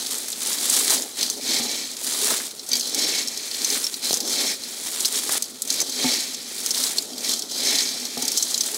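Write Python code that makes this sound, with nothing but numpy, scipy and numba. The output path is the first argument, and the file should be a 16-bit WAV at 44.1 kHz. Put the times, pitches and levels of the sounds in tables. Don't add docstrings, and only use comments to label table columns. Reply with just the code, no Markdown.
import sys
import numpy as np
from scipy import signal
from scipy.fft import rfft, irfft, next_fast_len
from scipy.io import wavfile
from scipy.ndimage import uniform_filter1d
from numba import njit

SR = 44100
rng = np.random.default_rng(int(sys.argv[2]) if len(sys.argv) > 2 else 0)


def makeup_ratio(level_db):
    decades = np.asarray(level_db, float) / 20
    return 10 ** decades


def master_out(mix):
    frames = np.transpose(np.atleast_2d(mix))
    ceiling = np.clip(frames, -1, 1)
    pcm = np.round(ceiling * 32767).astype(np.int16)
    wavfile.write(sys.argv[1], SR, pcm)


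N = 386905

# (frequency [Hz], density [dB per Hz])
SNAP_SPECTRUM = [(530, -31), (900, -15), (2330, -13.5), (2470, -16.5), (3680, -5.5), (5280, -7.5),
                 (7310, -4), (9530, -4.5), (13800, -15), (16000, -14.5)]
RATTLE_SPECTRUM = [(1650, -17.5), (2800, -20.5), (3160, -8), (4060, -4), (5610, -4.5), (5850, -7.5),
                   (6290, -5), (12000, -13.5), (15600, -24), (22000, -60)]
SLIDE_SPECTRUM = [(820, -37), (1400, -22), (1910, -4.5), (2070, -8), (2270, -4), (2510, -7), (2900, -10.5),
                  (3770, -8.5), (6380, -120)]
BOWL_SPECTRUM = [(71, -41), (120, -22), (177, -19), (251, -2), (307, -4), (422, -2.5), (459, -4.5),
                 (866, -10), (962, -20), (1500, -22.5), (1950, -63), (3300, -120)]
KITCHEN_SPECTRUM = [(15, -59), (25, -29), (54, -19), (145, -10), (237, 0.5), (297, -10), (419, -3.5),
                    (600, -27), (1400, -11), (2600, -60)]

# (frequency [Hz], width [Hz], level [dB])
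WOK_MODES = [(3210, 51, -2), (3530, 38, -6.5), (4080, 98, 1.2), (4320, 88, -1), (4690, 68, -0.5),
             (4977, 36, 0.5), (5460, 65, 2.5), (5870, 35, -1.5), (6170, 74, 2.5), (6560, 31, -7),
             (6870, 64, -2.5), (7700, 100, -2.5), (8300, 64, -6)]
# (frequency [Hz], width [Hz], level [dB])
KNOCK_MODES = [(490, 130, 5.5), (725, 16, -4), (830, 9.9, -5), (1190, 95, -5)]

# (start [s], full [s], easing [s], end [s], effort [dB])
SQUEEZES = [(-.05, 0.12, 0.14, 0.5, -33), (0.375, 0.47, 0.81, 0.68, -31), (0.643, 0.715, 0.81, 0.99, -26),
            (0.845, 0.903, 0.94, 0.98, -25), (.95, .98, 0.98, 1.14, -36.5),
            (1.275, 1.308, 1.37, 1.34, -38.5), (1.984, 2.065, 2.15, 2.24, -32.5),
            (2.083, 2.236, 2.34, 2.473, -27), (3.46, 3.71, 3.76, 3.98, -32.5),
            (4.057, 4.103, 4.03, 4.21, -29), (4.327, 4.415, 4.3, 4.52, -32),
            (4.64, 4.907, 5.26, 5.09, -34.5), (5.077, 5.13, 5.2, 5.27, -31.5),
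            (5.185, 5.29, 5.42, 5.38, -28), (5.37, 5.41, 5.1, 5.51, -40), (6.51, 6.8, 6.87, 7.0, -31),
            (6.95, 6.966, 6.8, 7.04, -33.5), (8.249, 8.502, 9.4, 10.1, -36.5)]
# (start [s], full [s], easing [s], end [s], weight [dB])
DROPS = [
    (1.153, 1.2, 1.23, 1.374, -28),
    (2.685, 2.73, 2.79, 2.81, -29),
    (4.004, 4.042, 4.07, 4.17, -28.5),
    (5.64, 5.7, 5.8, 5.8, -31),
    (5.772, 5.802, 5.8, 5.88, -29.5),
    (7.184, 7.253, 7.4, 7.34, -28.5),
    (8.13, 8.204, 8.1, 8.7, -33.5),
]
# (start [s], full [s], easing [s], end [s], push [dB])
SCOOPS = [(1.42, 1.526, 1.57, 1.66, -23.5), (1.58, 1.662, 1.815, 1.947, -29.5),
          (2.904, 2.994, 3.21, 3.29, -25.5), (3.252, 3.323, 4.2, 3.74, -34), (3.583, 3.727, 3.9, 3.78, -29),
          (4.287, 4.395, 4.52, 4.555, -25.5), (4.552, 4.599, 4.8, 4.94, -38.5),
          (5.945, 6.037, 6.13, 6.32, -23.5), (6.25, 6.34, 6.6, 6.83, -37),
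          (7.574, 7.663, 7.78, 7.94, -23.5), (7.894, 7.97, 8.6, 8.33, -34)]
# (start [s], full [s], easing [s], end [s], flow [dB])
TRICKLES = [(-.1, 0, 0.013, 0.087, -30.5), (2.78, 2.84, 2.88, 2.96, -28.5), (3.8, 3.85, 4.6, 3.6, -35),
            (4.18, 4.3, 4.36, 4.42, -25.5), (5.415, 5.464, 5.4, 5.59, -38), (5.82, 5.866, 5.95, 6.0, -32.5),
            (6.624, 6.776, 7, 6.9, -29.5), (6.98, 7.02, 7.4, 7.2, -39.5), (7.26, 7.295, 7.37, 7.48, -31),
            (7.41, 7.43, 7.45, 7.5, -37.5), (7.48, 7.516, 7.55, 8.34, -31), (8.25, 8.33, 8.56, 8.6, -31)]
# (start [s], full [s], easing [s], end [s], load [dB])
LEANS = [(.85, 0.943, 0.99, 1.1, -37.5), (1.33, 1.38, 1.4, 1.4, -36.5), (1.565, 1.62, 1.8, 1.63, -40),
         (2.263, 2.33, 2.24, 2.35, -30), (2.92, 2.97, 3.03, 3.22, -41), (4.38, 4.407, 4.47, 4.53, -36),
         (4.14, 4.203, 4.3, 4.3, -37.5), (5.778, 5.807, 5.4, 5.9, -36), (6.025, 6.064, 6, 6.12, -34),
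         (6.936, 6.99, 5.5, 7.2, -33.5), (7.402, 7.453, 7.8, 7.44, -36.5), (8.6, 8.7, 8.3, 9.6, -40)]

# (share [dB]), (drop at start and end [dB]), (rise while held [dB per s])
SQUEEZE_FEED = (0, -2, -14.5, -10.5), (11, 9, 7.5, 10.5), (2.5, -6, 17, 7)
DROP_FEED = (-7, 0, -7, -10.5), (12, 13, 18, 10.5), (-2, 24, -120, -18)
SCOOP_FEED = (-14, 0, -9, -11), (6, 9, 12, 8), (-6, -7, 2.5, -17)
TRICKLE_FEED = (-11.5, -1, -39, -14.5), (26, 14.5, 7, 6), (-15, -4, -5, 1)
LEAN_FEED = (-30, -30, -30, 0), (9, 9, 9, 13.5), (-5, -5, -5, 22)
# (snapping [dB], rattle [dB], sliding [dB], bowl [dB])
REST_DB = (-47.5, -45, -56.5, -49)

# (time [s], peak [dB], centre [Hz])
SPLITS = [(.0628, -9, 3190), (0.319, -12, 7190), (.431, -10.5, 7600), (0.471, -8, 7890), (0.698, -4, 7490),
          (0.737, -9.5, 6220), (.9042, -4, 7460), (1.9674, -14.5, 5350), (2.0672, -9, 5210),
          (2.2712, -7.5, 6790), (2.946, -4, 6260), (3.618, -11.5, 5480), (3.9415, -7.5, 4194),
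          (4.0943, -7, 4300), (4.2038, -4.5, 5100), (5.005, -5.5, 7000), (5.055, -0.5, 5640),
          (5.192, -17, 7300), (5.6197, -5, 7400), (5.675, -13, 6450), (6.745, -5, 4050),
          (6.777, -6.5, 5000), (7.1806, -12.5, 5200), (8.1762, -7.5, 4080), (8.252, -9, 6220),
          (8.3175, -4.5, 5600), (8.3738, -1, 6340)]
# (time [s], peak [dB], centre [Hz])
TICKS = [(0.0677, -13.5, 8070), (0.0882, -24, 8160), (0.1034, -21, 5140), (0.1191, -25, 7810),
         (0.182, -13, 8860), (0.2314, -21, 7620), (0.2443, -21, 7340), (0.2834, -9.5, 6380),
         (0.3024, -12, 7440), (0.5841, -11, 4120), (0.6649, -12, 6870), (0.7644, -5, 7690),
         (0.9394, -11, 7400), (0.9694, -15, 3310), (1.0084, -22, 6500), (1.0404, -29, 4970),
         (1.1134, -23, 3840), (1.1702, -17, 4420), (1.1877, -12, 4140), (1.8694, -18, 3960),
         (1.9041, -19, 4440), (1.9144, -19, 6570), (1.935, -20, 4880), (2.0448, -11, 9100),
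         (2.134, -14, 7010), (2.6638, -19, 6050), (2.6893, -14, 7480), (2.7674, -8, 6240),
         (2.8094, -6, 4410), (2.8744, -9, 5500), (2.8944, -13, 6260), (3.0174, -16, 4080),
         (3.274, -12, 6140), (3.5325, -17, 4050), (3.5424, -11, 4040), (3.5894, -17, 6620),
         (4.6209, -19, 5110), (4.9044, -20, 7930), (4.9317, -15, 4650), (5.4404, -15, 5490),
         (5.6516, -19, 8650), (5.895, -11, 5500), (6.1694, -12, 5480), (6.5635, -18, 7330),
         (6.5794, -15, 4690), (7.0225, -15, 6540), (7.1327, -18, 4150), (7.2065, -17, 5500),
         (7.246, -11, 4910), (7.5128, -16, 6180), (7.7079, -11, 5470), (7.7554, -8, 5470),
         (7.8894, -13, 4970), (7.9992, -15, 6140), (8.1044, -24, 4062)]
# (time [s], peak [dB], centre [Hz])
BREAKS = [(0.5306, -8, 6870), (0.794, -9, 7760), (0.82, -11, 8880), (1.0215, -10, 6700), (1.3, -5, 6260),
          (2.0326, -13, 8070), (2.2303, -12, 7190), (2.732, 1, 4250), (2.7541, -3.5, 5600),
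          (2.796, -7, 6220), (3.3743, -9, 5460), (3.646, -3, 5630), (3.702, -5, 5540), (3.867, -5, 4900),
          (4.0675, -14, 4130), (4.129, -2, 5140), (5.125, -12, 8140), (5.156, -9, 6150), (5.292, -11, 7440),
          (5.423, -3.5, 7160), (5.7413, -7, 5960), (5.8027, -2.5, 5940), (5.815, -3, 6300),
          (6.6615, -3.5, 6800), (6.9828, -2, 3810), (7.2932, -5, 4800), (8.2224, -3.5, 6050),
          (8.3804, -4, 6140), (8.4254, -1.5, 6295), (8.635, -8, 5420)]
# (time [s], peak [dB], centre [Hz])
LANDINGS = [(0.328, -10.5, 4050), (1.2102, -6, 4170), (1.229, -2, 4850), (1.491, -13, 4120),
            (1.714, -9, 3900), (2.716, -8.5, 5200), (3.2825, -11, 5900), (3.5132, -10.5, 4370),
            (3.83, -19, 6690), (3.8424, -8.5, 5560), (4.17, -10, 6000), (4.276, -13, 6740),
            (4.2986, -16, 6190), (5.7026, -3.5, 5540), (5.725, -9, 7400), (6.1404, -11, 5400),
            (6.7067, -5.5, 5460), (6.8374, -4, 4900), (7.3173, -11, 6600), (7.3364, -8.5, 6500),
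            (7.3928, -10, 6260), (7.421, -10, 4550), (7.7852, -2, 4100), (8.2798, -3, 6260),
            (8.5096, -11.5, 6160), (8.5428, -3, 4600), (8.578, -7.5, 5980), (8.6076, -3, 4820),
            (8.6617, -9, 7760)]
# (time [s], peak [dB], centre [Hz])
MORE_LANDINGS = [(0.979, -13, 3950), (.997, -27, 7054), (1.7444, -12, 4050), (2.5098, -18.5, 4110),
                 (2.594, -16, 4600), (4.108, -5.5, 4500), (4.141, -3, 6500), (4.636, -12.5, 4970),
                 (5.048, -3.5, 3980), (5.9229, -14, 4590), (6.345, -12.5, 5000), (6.8656, -11, 4100),
                 (7.4975, -14.5, 4100), (7.873, -13, 5470), (5.034, -20, 5470), (6.972, -13, 7000),
                 (5.787, -19, 3500), (6.711, -8.5, 7400), (8.201, -18, 5900), (8.368, -12, 4000),
                 (8.0521, -12.5, 5860), (8.745, -11, 5900)]
# (time [s], peak [dB], centre [Hz])
LUMPS = [(0.904, -20, 910), (0.9231, -18.5, 925), (2.2674, -23, 1550), (2.2797, -19.5, 1510),
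         (2.308, -18.5, 1170), (2.3358, -21, 1380), (2.4013, -22.5, 1540), (3.751, -26, 1690),
         (5.2926, -22, 1690), (5.3338, -22, 1390), (5.3506, -20, 1360), (5.8034, -40, 1990),
         (5.8137, -26.5, 2030)]
METAL_DB = -11.5, -12.5, -8.5

# (time [s], peak [dB], knock share [dB], boom [Hz])
THUMPS = [
    (1.426, -32, -19, 252),
    (1.493, -27, -16, 330),
    (1.598, -25, 1.5, 237),
    (1.652, -31, 5, 233),
    (2.71, -33, -18, 254.5),
    (6.044, -14, -1, 257),
    (8.172, -24, 3.5, 250),
    (8.227, -29, 4, 249.7),
]
# (time [s], peak [dB], frequency [Hz])
TAPS = [
    (4.108, -16.5, 445),
    (4.132, -19, 496),
    (4.172, -29, 500),
    (5.294, -19, 725),
    (5.353, -27, 497),
    (5.815, -25, 450),
    (5.827, -25, 382),
]


@njit
def bursts(start, size, hz, width, keep, noise, strike):
    out = np.zeros(len(noise))
    for j in range(len(start)):
        g = np.tan(np.pi * hz[j] / SR)
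        k = width[j] / hz[j]
        band, low = strike * size[j] / k, 0.
        level, i = size[j], start[j]
        stop = min(len(out), i + int(7 / (1 - keep[j])))
        while i < stop:
            drive = level * noise[(i + 7919 * j) % len(out)]
            v = (band + g * (drive - low)) / (1 + g * (g + k))
            band = 2 * v - band
            low += 2 * g * v
            level *= keep[j]
            out[i] += k * v
            i += 1
    return out


def decay(t60):
    return np.exp(-np.log(1000) / (t60 * SR))


def shower(rate, spread_db, most_db, lo_hz, hi_hz, sharp, t60, strike):
    when, rank, pitch, length = rng.random((int(rate * N / SR), 4)).T
    hz = lo_hz * (hi_hz / lo_hz) ** pitch
    size = makeup_ratio(np.minimum(-spread_db * np.log(1 - rank), most_db))
    keep = decay(t60 * (0.15 + length ** 2))
    start = (when * N).astype(np.int64)
    return bursts(start, size, hz, hz / sharp, keep, rng.standard_normal(N), strike)


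def tint(x, shape, lo_hz, hi_hz):
    m = next_fast_len(N)
    f, spec = np.arange(m // 2 + 1) * SR / m + 1, rfft(x, m)
    own = np.sqrt(uniform_filter1d(np.abs(spec) ** 2, size=2500) + 1e-9)
    shape_hz, shape_db = np.transpose(shape)
    spec = spec / own * makeup_ratio(np.interp(np.log(f), np.log(shape_hz), shape_db))
    in_band = (f > lo_hz) & (f < hi_hz)
    gain = m / np.sqrt(2 * np.sum(np.abs(spec[in_band]) ** 2)) * np.sqrt(N / m)
    return irfft(spec, m)[:N] * gain


def wander(count):
    s = np.arange(0, N + SR, SR // count)
    return np.interp(np.arange(N), s, rng.standard_normal(len(s)))


def peak(x, hz, width):
    return signal.lfilter(*signal.iirpeak(hz, hz / width, SR), x)


def gliding_peak(x, hz, width):
    turn = np.exp(2j * np.pi * np.cumsum(hz) / SR)
    keep = np.exp(-np.pi * width / SR)
    return 2 * np.real(turn * signal.lfilter([1 - keep], [1, -keep], x / turn))


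def highpass(x, order, hz):
    return signal.sosfilt(signal.butter(order, hz, "high", fs=SR, output="sos"), x)


def ring(x, ring_db, shift_db, drift):
    modes = np.zeros(N)
    for hz, width, db in WOK_MODES:
        level = makeup_ratio(db + shift_db * wander(count=7))
        modes += level * gliding_peak(x, hz * (1 + drift * wander(count=3)), width)
    return x + makeup_ratio(ring_db) * modes


def hands():
    t = np.arange(0, N / SR, .002)
    power = makeup_ratio(REST_DB)[:, None] ** 2
    gestures = [(SQUEEZES, SQUEEZE_FEED), (DROPS, DROP_FEED), (SCOOPS, SCOOP_FEED),
                (TRICKLES, TRICKLE_FEED), (LEANS, LEAN_FEED)]
    for rows, (share_db, drop_db, rise_db) in gestures:
        for start, full, easing, end, db in rows:
            slack = 1 - np.interp(t, [start, full, easing, end], [0, 1, 1, 0])
            outside = np.maximum(start - t, 0) + np.maximum(t - end, 0)
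            held = np.clip(t - full, 0, end - full)
            level = db + np.reshape(share_db, (4, 1)) - np.outer(drop_db, slack)
            level = level + np.outer(rise_db, held) - 254 * outside
            power = power + makeup_ratio(level) ** 2
    return [np.interp(np.arange(N) / SR, t, 10 * np.log10(p)) for p in power]


def snapping():
    breaks = shower(2500, 4.0, 11.6, 2320, 12300, sharp=0.92, t60=0.032, strike=4.0)
    return tint(breaks, SNAP_SPECTRUM, 7920, 18800)


def cracks():
    s, db, hz = np.transpose(SPLITS + TICKS + BREAKS + LANDINGS + MORE_LANDINGS)
    kinds = [len(SPLITS + TICKS), len(BREAKS), len(LANDINGS + MORE_LANDINGS)]
    edge_db = np.repeat([-6.5, -23.5, -42], kinds)
    metal_db = np.repeat(METAL_DB, kinds)
    i, one = (s * SR).astype(np.int64), np.ones(len(s))

    def smooth():
        return rng.standard_normal(N)

    def grit():
        return smooth() * makeup_ratio(1.6 * wander(count=700) - 2.5)

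    spike = bursts(i, makeup_ratio(db - 10.5), hz, hz / 0.73, decay(0.0047 * one), smooth(), 0.41)
    body = bursts(i, makeup_ratio(db - 5), hz, hz / 1.66, decay(0.037 * one), grit(), 0.2)
    edge = bursts(i, makeup_ratio(db + edge_db - 13.0), 11000 * one, 7000 * one, decay(0.075 * one), grit(), .05)
    metal = bursts(i, makeup_ratio(db + metal_db), hz, hz / 2.4, decay(0.03 * one), smooth(), 0.24)
    s, db, hz = np.transpose(LUMPS)
    i = (s * SR).astype(np.int64)
    lumps = bursts(i, makeup_ratio(db + 5.5), hz, hz / 2.0, decay(0.066 + 0 * s), smooth(), 0.43)
    small = body + spike + ring(metal, ring_db=9.5, shift_db=6.5, drift=.004) + edge
    return highpass(small, 3, 3100) + makeup_ratio(-18) * small + lumps


def rattling(lift_db):
    hits = shower(1100, 0.9, 10.0, 3780, 7600, sharp=2.53, t60=0.11, strike=2.15)
    rattle = tint(hits, RATTLE_SPECTRUM, 2650, 11200)
    return ring(rattle, ring_db=3.0 + 0.45 * (lift_db - 6.0), shift_db=2.0, drift=0.0047)


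def sliding(slide_db):
    rubs = shower(1500, 0.73, 21, 1340, 2860, sharp=2.0, t60=0.091, strike=0.15)
    slide = tint(rubs, SLIDE_SPECTRUM, 1410, 3300)
    wall_hz = 2247 - 18 * (slide_db + 36)
    return slide + makeup_ratio(4.0 + 0.48 * (slide_db + 29.0)) * gliding_peak(slide, wall_hz, 56)


def bowl_boom(lift_db):
    blows = shower(1200, 2.4, 7.5, 154, 1370, sharp=0.9, t60=0.057, strike=0.45)
    bowl = tint(blows, BOWL_SPECTRUM, 150, 1550)
    air_hz = 245 * (1 + 0.053 * wander(count=4))
    bowl = bowl + makeup_ratio(-1.5 + 0.5 * (lift_db - 5.0)) * gliding_peak(bowl, air_hz, 30)
    low_rim = makeup_ratio(-6.5 + 4.7 * wander(count=4)) * peak(bowl, 421.4, 8.9)
    high_rim = makeup_ratio(-8.0 + 4.9 * wander(count=4)) * peak(bowl, 850, 4.6)
    return bowl + low_rim + high_rim


def thumps():
    t, out = np.arange(SR // 4) / SR, np.zeros(N + SR)

    def tone(hz):
        return np.sin(2 * np.pi * hz * t)

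    for s, db, knock_db, boom_hz in THUMPS:
        boom = makeup_ratio(6.5) * tone(boom_hz) * (1 - np.exp(-t / 0.011)) * np.exp(-t / 0.014)
        rock = makeup_ratio(-10.5) * tone(0.64 * boom_hz) * np.exp(-t / 0.012)
        knock = np.zeros(len(t))
        for hz, width, mode_db in KNOCK_MODES:
            detuned = tone(hz * (1 + 0.03 * rng.standard_normal()))
            knock += makeup_ratio(knock_db + mode_db - 8.5) * detuned * np.exp(-np.pi * width * t)
        out[int(s * SR):][:len(t)] += makeup_ratio(db) * (boom + rock + knock)
    for s, db, hz in TAPS:
        low = tone(0.96 * hz) * np.exp(-t * hz / 1.07)
        high = makeup_ratio(0.5) * tone(1.47 * hz) * np.exp(-t * hz / 0.95)
        out[int(s * SR):][:len(t)] += makeup_ratio(db - 1.5) * (low + high)
    return highpass(out[:N], 2, 110)


def kitchen_noise():
    return tint(rng.standard_normal(N), KITCHEN_SPECTRUM, 25, 600) * makeup_ratio(-54.5)


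def scene():
    snap_db, rattle_db, slide_db, bowl_db = hands()
    lift_db = rattle_db - snap_db
    clumps = wander(count=45)
    snap = snapping() * makeup_ratio(snap_db + 1.38 + 1.0 * clumps + 1.63 * wander(count=160))
    metal = rattling(lift_db) * makeup_ratio(rattle_db - 3)
    metal = metal + sliding(slide_db) * makeup_ratio(slide_db - 3)
    metal = metal + bowl_boom(lift_db) * makeup_ratio(bowl_db - 2.5)
    wok = snap + cracks() + metal * makeup_ratio(0.56 * clumps) + thumps()
    return (highpass(wok, 3, 140) + kitchen_noise())[None]


def band_limit(x):
    return signal.sosfilt(signal.butter(12, 16820, fs=SR, output="sos"), x)


def record(dry):
    mix = signal.sosfilt(signal.ellip(10, .2, 70, 15720, fs=SR, output="sos"), dry)
    return band_limit(mix)


dry = scene()
out = record(dry)
master_out(out)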